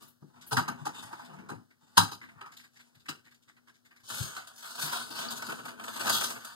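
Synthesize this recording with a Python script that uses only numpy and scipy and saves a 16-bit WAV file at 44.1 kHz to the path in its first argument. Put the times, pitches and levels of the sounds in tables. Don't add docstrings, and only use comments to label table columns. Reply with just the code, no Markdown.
import sys
import numpy as np
from scipy import signal
from scipy.fft import rfft, irfft, next_fast_len
from scipy.io import wavfile
from scipy.ndimage import uniform_filter1d

SR = 44100
rng = np.random.default_rng(int(sys.argv[2]) if len(sys.argv) > 2 else 0)


def transcribe(signal):
    frames = np.atleast_2d(signal).T
    limited = np.clip(frames, -1, 1)
    pcm = np.round(limited * 32767).astype(np.int16)
    wavfile.write(sys.argv[1], SR, pcm)


N = 288837
TAIL = 16384
LEAD_S = .02
LEAD = int(LEAD_S * SR)
HZ = np.maximum(np.fft.rfftfreq(TAIL, 1 / SR), 1)
T = np.arange(N) / SR


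def from_db(db):
    return np.exp(np.asarray(db) * (np.log(10) / 20))


def rms_one(x):
    return x / np.sqrt(np.mean(x ** 2) + 1e-30)


def wander(steps):
    return 1.22 * np.interp(steps, np.arange(2000), rng.standard_normal(2000))


def drift(rate_hz):
    return wander(T * rate_hz)


def lift(modes):
    power = 1
    for hz, width_hz, lift_db in modes:
        peak = from_db(lift_db) ** 2 - 1
        power = power + peak / (1 + (2 * (HZ - hz) / width_hz) ** 2)
    return np.sqrt(np.abs(power))


def colour(points, modes=()):
    hz, db = np.transpose(points)
    return from_db(np.interp(np.log(HZ), np.log(hz), db)) * lift(modes)


# (lower edge [Hz], upper edge [Hz])
REGISTER_EDGES = [(62, 500), (500, 2300), (2300, 18000)]


def band(k):
    low, high = REGISTER_EDGES[k]
    return 1 / np.sqrt((1 + (low / HZ) ** 12) * (1 + (HZ / high) ** 12))


def causal(gain):
    cepstrum = irfft(np.log(gain / gain.max() + 1e-5))
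    return np.exp(rfft(cepstrum * (1 + np.sign(np.fft.fftfreq(TAIL)))))


# (boom [s], clack [s], crack [s]) to fall 60 dB
ROOM_T60 = [0.42, 0.28, 0.28]
# (boom [s], clack [s], crack [s]) to fall 60 dB
EARLY_T60 = [0.14, 0.075, 0.105]
# (boom [s], clack [s], crack [s])
GATHER_TIME = [.0018, .001, .0012]
SNAP_T60_S = .025
LUMPS_DB, LUMPS_PER_S = 1.6, 300
GRAIN_DB, GRAINS_PER_S = 2.0, 2500
RIPPLE_DB, RIPPLE_HZ = 2.4, 130
SPOT_DB, SPOT_HZ = 1.7, 1100


def echoes(response, k, early_share, snap=0, contact_s=0):
    t = np.arange(TAIL) / SR - LEAD_S
    gather = (1 + np.tanh(t / GATHER_TIME[k] / 2 - .5)) / 2
    fade = from_db(-60 * t / ROOM_T60[k]) + early_share * from_db(-60 * t / EARLY_T60[k])
    nearest = snap * (1 + early_share) * (t > 0) * from_db(-60 * t / SNAP_T60_S)
    energy = np.cumsum((gather * fade + nearest) ** 2)
    energy_before = np.interp(t - max(contact_s, 1 / SR), t, energy)
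    shape = np.sqrt(np.abs(energy - energy_before))
    since = t.clip(0)
    lumps_db = LUMPS_DB * wander(since * LUMPS_PER_S) + GRAIN_DB * wander(since * GRAINS_PER_S)
    paths = rng.standard_normal((2, TAIL)) * shape * from_db(lumps_db)
    ripple_db = RIPPLE_DB * wander(HZ / RIPPLE_HZ) + SPOT_DB * wander(HZ / SPOT_HZ)
    ripple = from_db(np.minimum(HZ / 2000, 1) * ripple_db)
    return rms_one(irfft(rfft(paths) * response * ripple)) / np.sqrt(TAIL)


def burst_height(db):
    return from_db(db) * np.sqrt(.02 * SR)


def blows(table, gain, early_share, snap=0):
    out = np.zeros((2, N + 2 * TAIL))
    for k in range(3):
        register_response = causal(gain * band(k))
        for s, contact_s, *columns in table:
            levels_db, tilts = columns[:3], columns[3:]
            response = register_response
            if k < len(tilts):
                response = causal(gain * band(k) * from_db(tilts[k] * np.log2(HZ)))
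            at = max(int(s * SR), 0)
            burst = echoes(response, k, early_share, snap, contact_s)
            out[:, at:at + TAIL] += burst_height(levels_db[k]) * burst
    return out[:, LEAD:LEAD + N]


BOOM_LOSS = 0.59


def registers(strength_db, hardness_db, boom_db):
    boom = strength_db + boom_db - BOOM_LOSS * hardness_db
    return [boom, strength_db, strength_db + hardness_db]


STAY_S = .08
EARLY_SHARE = 0.25


def friction(levels, gain, slips_per_s, spread_db, clump_db, snap=0):
    hop = int(STAY_S * SR)
    responses = [causal(gain * band(k)) for k in range(3)]
    sizes = from_db(spread_db * np.minimum(rng.exponential(1, N), 3)) * rng.choice([-1, 1], N)
    happens = rng.random(N) < slips_per_s / SR
    slips = levels * rms_one(sizes * happens * from_db(clump_db * drift(50)))
    slips = np.pad(slips, ((0, 0), (hop, 2 * hop)))
    passing = np.sin(np.pi * np.arange(2 * hop) / (2 * hop))
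    out = np.zeros((2, N + 3 * hop + TAIL))
    for at in range(0, N + hop, hop):
        for k, here in enumerate(slips[:, at:at + 2 * hop] * passing):
            if np.abs(here).max() > 1e-5:
                spot = echoes(responses[k], k, EARLY_SHARE, snap)
                heard = signal.fftconvolve([here], spot, axes=1)
                out[:, at:at + heard.shape[1]] += heard
    return out[:, hop + LEAD:hop + LEAD + N]


# (frequency [Hz], relative level [dB])
FAN_AIR = [(40, -21), (75, -15.5), (115, 2), (200, -7), (300, -5.5), (520, -13.5), (1000, -13.5),
           (1550, -13), (2100, -25), (4600, -18.5), (6000, -21.5), (15000, -26)]
# (frequency [Hz], level [dB])
FAN_TONES = [(241, -71.5), (1179, -100)]
AIR_DB, HUM_WAVER_DB = -71, 2.0


def fan():
    noise = rng.standard_normal((2, N + TAIL - 1))
    air = signal.fftconvolve(noise, [irfft(causal(colour(FAN_AIR)))], "valid", axes=1)
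    hum = 0
    for hz, db in FAN_TONES:
        phase = 2 * np.pi * hz * T + .45 * drift(12)
        hum = hum + from_db(db + HUM_WAVER_DB * drift(13.0)) * np.sqrt(2) * np.sin(phase)
    return from_db(AIR_DB) * rms_one(air) + hum * np.array([[1], [0]])


# (start [s], length [s], boom [dB], clack [dB], crack [dB])
TUB_STROKES = [(0.0, 0.054, -60, -60.5, -59), (0.256, 0.29, -65.5, -63.5, -74),
               (0.627, 0.095, -46.5, -47.5, -81), (0.765, 0.15, -57.5, -53.5, -64),
               (0.942, 0.082, -55.5, -47.5, -48), (1.038, 0.21, -61.5, -54, -62),
               (1.274, 0.12, -47, -50.5, -65), (1.406, .08, -53.5, -56.5, -75),
               (1.499, 0.021, -54, -42, -59.5), (1.535, 0.041, -57, -67, -74.5),
               (1.794, 0.35, -75.5, -67.5, -69.5), (2.188, 0.35, -66.5, -68, -75.5),
               (2.716, 0.22, -77.5, -73.5, -71), (2.951, 0.24, -79, -77.5, -78.5)]
STROKE_ATTACK_S, STROKE_RELEASE_S = 0.027, 0.006


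def stroke_levels():
    power = 0
    for start, length, *levels_db in TUB_STROKES:
        hold = np.clip((T - start) / STROKE_ATTACK_S + .5, 0, 1)
        release = np.exp(-np.clip(T - start - length, 0, 1) / STROKE_RELEASE_S)
        power = power + np.outer(from_db(levels_db), hold * release) ** 2
    return np.sqrt(power)


# (frequency [Hz], relative level [dB])
TUB_OUTLINE = [(45, -24.5), (75, -14.5), (105, -5), (130, -2), (180, -2), (280, -5.5), (480, -15.5),
               (660, -14), (880, -3.5), (1350, -9.5), (2050, -14), (2900, -10), (4200, -13), (7000, -13.5),
               (11000, -15.5), (15500, -27)]
# (frequency [Hz], width [Hz], lift [dB])
PLASTIC_RESONANCES = [(125.8, 12, 1.3), (244.1, 5.3, 15), (683, 11, 15), (860, 150, 3), (1160, 47, 5),
                      (1300, 51, 3.4), (1478, 45, 7.9), (3650, 240, 9.6), (4850, 190, 9.3),
                      (7300, 590, 6.2)]
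RUB_SLIPS_PER_S, RUB_SPREAD_DB, RUB_CLUMP_DB = 380, 6.0, 3.2


def rubbing():
    plastic = colour(TUB_OUTLINE, PLASTIC_RESONANCES)
    return friction(stroke_levels(), plastic, RUB_SLIPS_PER_S, RUB_SPREAD_DB, RUB_CLUMP_DB)


# (time [s], crack level [dB])
PLASTIC_SQUEAKS = [(0.02, -57.5), (0.076, -58), (0.463, -47)]
# (frequency [Hz], relative level [dB])
SQUEAK_OUTLINE = [(100, -5), (7000, -19.5), (10000, -7.5), (13000, -6), (15500, -8)]
SQUEAK_BODY_DB = -14
SOFT_CONTACT_S = .007


def squeaks():
    thin = []
    for s, db in PLASTIC_SQUEAKS:
        body_db = db + SQUEAK_BODY_DB
        thin.append((s, SOFT_CONTACT_S, body_db, body_db, db))
    return blows(thin, colour(SQUEAK_OUTLINE), early_share=0.84)


# (time [s], time in contact [s], strength [dB], hardness [dB])
LIGHT_TAPS = [(0.41, 0.016, -60.5, 8), (1.246, 0.013, -66.5, 12), (1.704, 0.0063, -62, -9),
              (2.213, 0.0045, -48.5, -15), (2.228, 0.011, -48.5, -12), (2.288, .001, -53.5, -15),
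              (2.518, 0.009, -56.5, 0.5), (2.567, .004, -62.5, 12.5), (2.59, 0.011, -55.5, -1.5),
              (2.635, .012, -57, -1.5), (2.756, 0.021, -59.5, -0.5), (2.79, .018, -57.5, -0.5),
              (2.946, 0.0093, -65.5, 2.5), (2.995, 0.0094, -75.5, 12.5), (3.056, 0.0066, -53.5, -8),
              (3.243, 0.02, -63.5, 0), (3.264, 0.0038, -58, -11), (3.31, 0.011, -61.5, -1.5),
              (3.343, 0.0062, -78.5, 14.5), (3.422, 0.01, -88.5, 23.5), (3.477, 0.022, -56.5, -6),
              (3.565, 0.0043, -61.5, -9.5), (3.671, 0.024, -56.5, -6), (3.74, 0.021, -69.5, 4.5),
              (3.848, 0.018, -61.5, -1.5), (3.908, 0.0058, -58, -13), (3.958, 0.013, -61.5, -2),
              (3.996, 0.0098, -65.5, -1)]
# (frequency [Hz], relative level [dB])
TAP_OUTLINE = [(45.0, -24), (140.0, -11), (320.0, -4), (550.0, -23.5), (1000.0, -10), (1600.0, -10.5),
               (2100.0, 0.5), (2800.0, -5), (4000.0, -7), (5700.0, -8), (8000.0, -11), (13000.0, -13.5),
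               (15500.0, -27)]
# (frequency [Hz], width [Hz], lift [dB])
TAP_RESONANCES = [(1605, 51, 12), (2852, 69, -2), (4050, 70, 10.5)]
TAP_BOOM_DB = -19
KNOCK_SNAP = .6


def taps():
    light = [(s, contact_s, *registers(db, hardness, TAP_BOOM_DB)) for s, contact_s, db, hardness in LIGHT_TAPS]
    body = colour(TAP_OUTLINE, PLASTIC_RESONANCES + TAP_RESONANCES)
    return blows(light, body, early_share=1.7, snap=KNOCK_SNAP)


# (time [s], level [dB], resonance [Hz])
WET_SCUFF = [(2.311, -75, 1090), (2.365, -51.5, 1130), (2.42, -48, 1235), (2.47, -57, 1140),
             (2.53, -70, 1205), (2.56, -76, 1270)]
SCUFF_WIDTH_HZ, SCUFF_SLIPS_PER_S = 170, 900
SCUFF_ROOM_DB = -9.5


def scuff(size=128):
    s, db, hz = np.transpose(WET_SCUFF)
    slips = rng.standard_normal(N) * (rng.random(N) < SCUFF_SLIPS_PER_S / SR)
    out, state = np.zeros(N), np.zeros(2)
    radius = np.exp(-np.pi * SCUFF_WIDTH_HZ / SR)
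    first, last = int(s[0] * SR), int(s[-1] * SR)
    for i in range(first, last, size):
        turn = 2 * np.pi * np.interp(i / SR, s, hz) / SR
        poles = [1, -2 * radius * np.cos(turn), radius * radius]
        out[i:i + size], state = signal.lfilter([1, 0, -1], poles, slips[i:i + size], zi=state)
    out = out / np.std(out[first:last]) * from_db(np.interp(T, s, db))
    room = echoes(causal(band(1)), 1, EARLY_SHARE)
    return from_db(SCUFF_ROOM_DB) * signal.oaconvolve([out], room, axes=1)[:, LEAD:LEAD + N]


def thump(s, hz, db, swell_s):
    t, at = np.arange(TAIL) / SR, int(s * SR)
    out = np.zeros(N + TAIL)
    shape = (t / swell_s * np.exp(1 - t / swell_s)) ** 2
    out[at:at + TAIL] = from_db(db) * shape * np.sin(2 * np.pi * hz * t)
    return out[:N] * np.array([[1], [.5]])


# (frequency [Hz], width [Hz], lift [dB])
WALL_RESONANCES = [(105, 14, 9), (147, 42, 8.5), (182, 20, 7), (295, 200, 5.5), (817, 110, 11.5),
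                   (957, 60, 11), (1150, 13, 14), (1257, 71, 15), (1396, 33, 12), (1550, 60, 13),
                   (1611, 34, 9.5), (3950, 130, 9.5), (4780, 110, 7.5), (4810, 45, 9), (4980, 27, 13.5),
                   (6470, 54, 9.5), (6800, 46, 7.5)]
# (time [s], boom [dB], tilt of the boom [dB per octave],
# pitch of the thump [Hz], thump above the boom [dB], time to swell [s])
LIMB_BUMPS = [(0.218, -48.5, 3, 151.4, 3.5, 0.014), (0.812, -49.5, 2, 146, 11, 0.013),
              (1.04, -63, 0, 119, 11, 0.013), (1.51, -40.5, 7, 150, 1, .015),
              (1.554, -56, -1, 116, 11, 0.013), (1.824, -65, 6.5, 150, 0.5, 0.017),
              (2.35, -58, -5, 131, 0, 0.015), (2.957, -65, -5.5, 121.7, 7.5, 0.013),
              (3.005, -69.5, -8, 125, 1, 0.013), (3.09, -55.5, 1, 154, 11.5, 0.015),
              (4.03, -68, -3, 124.5, 2.5, 0.01), (4.107, -56, -5, 119, 2, 0.029),
              (4.198, -36.5, -12, 122, 3, 0.018), (4.824, -50, -3, 150, 7, 0.029),
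              (5.474, -48, 9.5, 238, 4, .012), (5.515, -56, 7, 245, 7, 0.016),
              (6.055, -48, 11, 233, 11, 0.012)]
THUD_FALL_DB = 14


def bumps():
    wall, out = colour(TUB_OUTLINE, WALL_RESONANCES), 0
    for s, db, tilt, thump_hz, thump_db, swell_s in LIMB_BUMPS:
        contact = (s, SOFT_CONTACT_S, db, db - THUD_FALL_DB, db - 2 * THUD_FALL_DB, tilt)
        out = out + blows([contact], wall, early_share=2.8)
        out = out + thump(s, thump_hz, db + thump_db, swell_s)
    return out


# (time [s], time in contact [s], strength [dB],
# boom above the strength [dB], crack above the strength [dB], tilt of the clack [dB per octave],
# pitch of the clack [Hz], pitch of the thump [Hz], thump above the strength [dB], time to swell [s])
WALL_KNOCKS = [(0.511, 0.0065, -33.5, -12.5, -7.5, 4, 1547, 436.6, -5, 0.023),
               (0.521, 0.0088, -30.5, -7, -3, -12, 910, 128.6, 0, 0.02),
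               (0.567, 0.0039, -25, -8.5, -8, 9.5, 1084, 256.3, -6.5, 0.015),
               (0.575, .008, -26.5, -9, -11.5, 3, 1410, 140.8, 2, 0.0095),
               (0.584, .012, -31, -12, -10.5, -11.5, 644, 554, -14, 0.008),
               (0.678, 0.0077, -31.5, -9.5, -9.5, 7.5, 1200, 199.6, -12, 0.02),
               (0.853, .008, -39.5, -9, -3, -3, 1370, 142.9, -10, 0.022),
               (0.863, 0.0081, -32.5, -12.5, -13.5, 0.5, 813, 297.7, -9.5, 0.018),
               (0.893, 0.0029, -49, -2.5, -25, 2.5, 1090, 308, -9, 0.0065),
               (1.105, .015, -48.5, -23, -22, -4, 870, 130, -14, .015),
               (1.128, .002, -40, -15.5, -16, -2.5, 890, 324, -8, 0.0082),
               (1.19, 0.007, -46.5, -15, -14, -3.5, 910, 130, -10, 0.0078),
               (1.293, 0.0073, -53, -6, -21, 1, 1150, 220, -9, 0.0075),
               (1.33, .016, -48, -9, -15.5, -4.5, 930, 144.3, -5.5, 0.022),
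               (1.487, 0.014, -39, -7, -11, 1, 1403, 395, -10, 0.025),
               (1.971, 0.0026, -22.5, -7, 0, -1, 946, 176.6, -3, 0.023),
               (1.976, 0.00086, -16.5, -10, -2, -0.5, 948, 105.2, -16, 0.034),
               (2.017, .003, -36.5, -8, -10.5, 2.5, 1180, 295.4, -5.5, .014),
               (2.027, 0.0071, -38.5, -3.5, 0, 0.5, 1470, 160, -2.5, .014),
               (2.08, .008, -47.5, -8.5, -18, 9, 1550, 119, -3.5, .01),
               (2.115, 0.0073, -41, -8, -1, -0.5, 1247, 103.8, -12.5, 0.022),
               (2.41, .004, -43.5, -14.5, -14.5, 10, 1190, 388, -14, 0.019),
               (2.459, .003, -48.5, -24, -12, 6.5, 1090, 157, -12.5, 0.01),
               (3.084, 0.0075, -35.5, -10, -3, 16.5, 1495, 301.4, -8.5, 0.013)]
HEAVY_BOOM_DB, BOOM_TILT_PER_DB = -34.5, 0.68
DEEPEST_TILT_DB = -3.5
CLACK_WIDTH_HZ, CLACK_LIFT_DB = 50, 5
CLACK_RING_DB, CLACK_SWELL_S = -6, .006


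def knocks():
    wall, out = colour(TUB_OUTLINE, WALL_RESONANCES), 0
    for s, contact_s, db, boom, crack, tilt, clack_hz, thump_hz, thump_db, swell_s in WALL_KNOCKS:
        boom_tilt = max(BOOM_TILT_PER_DB * (HEAVY_BOOM_DB - db - boom), DEEPEST_TILT_DB)
        contact = (s, contact_s, db + boom, db, db + crack, boom_tilt, tilt)
        place = wall * lift([(clack_hz, CLACK_WIDTH_HZ, CLACK_LIFT_DB)])
        out = out + blows([contact], place, early_share=2.7, snap=KNOCK_SNAP)
        out = out + thump(s, thump_hz, db + thump_db, swell_s)
        out = out + thump(s, clack_hz, db + CLACK_RING_DB, CLACK_SWELL_S)
    return out


def tub():
    return rubbing() + squeaks() + taps() + scuff() + bumps() + knocks()


# (time [s], pitch [Hz], level [dB])
RING_PINGS = [(4.876, 4900, -53), (5.028, 4360, -48), (5.112, 4700, -49.5), (5.284, 4700, -41)]
PING_WIDTH_HZ = 620
SNAP = 0.75


def pings():
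    out = np.zeros((2, N + TAIL))
    for s, hz, db in RING_PINGS:
        metal = causal(1 / (1 + (2 * (HZ - hz) / PING_WIDTH_HZ) ** 2))
        at = int(s * SR) - LEAD
        out[:, at:at + TAIL] += burst_height(db) * echoes(metal, 2, 3, SNAP)
    return out[:, :N]


# (frequency [Hz], relative level [dB])
CURTAIN_OUTLINE = [(45.0, -40), (120.0, -12), (200.0, -11), (420.0, -9.5), (700.0, -6.5), (1000.0, 2),
                   (1500.0, -1.5), (1950.0, -10.5), (2600.0, 0.5), (3600.0, 10), (5700.0, 4), (8000.0, 6.5),
                   (13000.0, 0), (15500.0, -7)]
# (frequency [Hz], width [Hz], lift [dB])
CURTAIN_RESONANCES = [(116.7, 5.8, 7), (237.5, 9.7, 16), (679, 50, 8), (926, 51, 5), (1224, 24, 7.5),
                      (1316, 57, 5), (1508, 110, 7.5), (4790, 230, 4.5), (6400, 280, 3)]
# (time [s], time in contact [s], strength [dB], hardness [dB])
RING_CLICKS = [(4.101, 0.0011, -39.5, -4.5), (4.365, .001, -42.5, -4), (4.47, 0.0058, -52, 3),
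               (4.778, .016, -38.5, -6), (4.821, 0.017, -44, -1), (4.924, 0.009, -35.5, -4),
               (4.964, 0.0085, -43, 3), (5.187, 0.0081, -37, -3), (5.304, 0.01, -45.5, 9),
               (5.36, 0.016, -55.5, 13), (5.422, 0.0021, -38, -7), (5.452, 0.013, -51, 1),
               (5.487, 0.019, -36, -14), (5.517, 0.01, -36.5, -11.5), (5.585, 0.01, -42.5, -15),
               (5.651, 0.0055, -40, -6.5), (5.68, 0.012, -41, -7), (5.796, 0.0036, -43, -12),
               (5.837, 0.0043, -42, -3), (5.88, 0.00093, -39.5, -7), (5.955, .01, -40, -3.5),
               (6.005, 0.0049, -37, -1), (6.066, 0.015, -31, -4), (6.095, 0.00092, -26.5, -2.5),
               (6.207, 0.0093, -31.5, -2.5), (6.236, 0.0059, -36, 4.5), (6.30, 0.0072, -44.5, 4.5),
               (6.352, 0.019, -43, -11), (6.447, .001, -45.5, 2)]
RING_BOOM_DB = -15


def ring_clicks():
    clicks = [(s, contact_s, *registers(db, hardness, RING_BOOM_DB)) for s, contact_s, db, hardness in RING_CLICKS]
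    return blows(clicks, colour(CURTAIN_OUTLINE, CURTAIN_RESONANCES), early_share=2.0, snap=SNAP)


# (time [s], crinkling of the sheet [dB],
# sliding of the rings [dB], flapping of the sheet [dB])
CURTAIN_PULLS = [
    [(4.03, -56, -60, -70), (4.05, -48, -59.5, -72), (4.09, -45, -56, -64), (4.125, -37, -39, -48.5),
     (4.22, -38, -42.5, -51.5), (4.27, -49.5, -48, -61), (4.345, -49.5, -48.5, -63.5),
     (4.385, -45, -41.5, -65), (4.43, -59.5, -62, -73), (4.51, -63, -63, -69)],
    [(4.56, -51.5, -62, -72), (4.63, -47.5, -47.5, -67), (4.73, -45, -50.5, -58), (4.82, -39, -39, -54.5),
     (4.955, -40.5, -40.5, -54), (5.01, -47, -46.5, -51), (5.125, -49, -45.5, -50.5),
     (5.2, -39.5, -40, -46), (5.265, -45.5, -41, -50), (5.4, -50, -48, -52), (5.5, -44, -44, -55),
     (5.62, -62, -52.5, -53), (5.7, -57.5, -50.5, -54), (5.755, -75, -64, -54.5)],
    [(5.8, -58, -51, -53.5), (5.9, -46, -47.5, -52.5), (5.99, -43.5, -43.5, -47.5), (6.05, -37, -36, -45),
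     (6.12, -32.5, -34.5, -43), (6.185, -37.5, -37, -57), (6.24, -35, -41, -49), (6.275, -47, -45.5, -53),
     (6.35, -48.5, -49, -56), (6.42, -58, -55.5, -72), (6.52, -49.5, -50, -67)],
]
CRINKLE_DB, SLIDE_DB = 1, 1
CRINKLES_PER_S, CRINKLE_SPREAD_DB, CRINKLE_CLUMP_DB = 420, 5.0, 1.5
CATCH_DB, CATCHES_PER_S = 1.45, 15


def pulls():
    s, crinkle_db, sliding_db, flap_db = np.concatenate(CURTAIN_PULLS).T
    levels_db = []
    for db in (flap_db, sliding_db + SLIDE_DB, crinkle_db + CRINKLE_DB):
        levels_db.append(np.interp(T, s, db) + CATCH_DB * drift(CATCHES_PER_S))
    levels = (T >= s[0]) * from_db(levels_db)
    plastic = colour(CURTAIN_OUTLINE, CURTAIN_RESONANCES)
    return friction(levels, plastic, CRINKLES_PER_S, CRINKLE_SPREAD_DB, CRINKLE_CLUMP_DB, snap=SNAP)


def curtain():
    return pings() + ring_clicks() + pulls()


# (frequency [Hz], left over right [dB], lead of the left [rad], likeness [0-1])
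MICROPHONE_PAIR = [(85, 1.5, -1.3, .7), (150, 5.5, -2.1, .5), (330, 7, -2.1, .35), (680, .4, -1.9, .92),
                   (1050, 0, -1.7, .92), (1420, .2, -.5, .7), (1750, 1.5, -.4, .15),
                   (2030, .1, -3.12, .993), (2580, .1, -3.13, .993), (3000, 1.2, 0, .13),
                   (3550, 4, 2.3, .5), (4100, 1.8, -1, .3), (4700, 2.9, -.3, .65), (5250, 2.1, -.7, .3),
                   (5700, 1, 3.1, .7), (5950, 1, 3.1, .75), (6400, 2.3, -.5, .2), (7200, 3.2, 2.6, .5),
                   (8200, 3.3, -2.1, .05), (9200, 3.7, -.9, .2), (10500, 4, 2.3, .45),
                   (12500, 3.5, .4, .55), (15000, 8, -1.9, .2)]


def microphones(field):
    hz, balance_db, lead, likeness = np.transpose(MICROPHONE_PAIR)
    size = next_fast_len(N + TAIL)
    f = np.fft.rfftfreq(size, 1 / SR)
    shared = np.interp(f, hz, np.clip(likeness, 0, 1) * np.exp(-1j * lead))
    ratio = from_db(np.interp(f, hz, balance_db))
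    left, other = rfft(field, size)
    right = shared * left + np.sqrt(np.maximum(1 - np.abs(shared) ** 2, 0)) * other
    pair = np.array([ratio * left, right]) * np.sqrt(2 / (1 + ratio ** 2))
    return irfft(pair, size)[:, :N]


def scene():
    return microphones(fan() + tub() + curtain())


SUPPRESS_BELOW_DB, SUPPRESS_RATIO, SUPPRESS_MOST_DB = -61, 0.37, 5
SUPPRESS_WINDOW_S, CUTOFF_HZ = .03, 15750


def record(dry):
    power = uniform_filter1d(np.mean(dry ** 2, axis=0), int(SUPPRESS_WINDOW_S * SR))
    level_db = 10 * np.log10(np.abs(power) + 1e-12)
    cut_db = np.clip(SUPPRESS_RATIO * (SUPPRESS_BELOW_DB - level_db), 0, SUPPRESS_MOST_DB)
    top_cut = signal.ellip(10, .2, 80, CUTOFF_HZ, fs=SR, output="sos")
    return signal.sosfilt(top_cut, dry * from_db(-cut_db))


dry = scene()
out = record(dry)
transcribe(out)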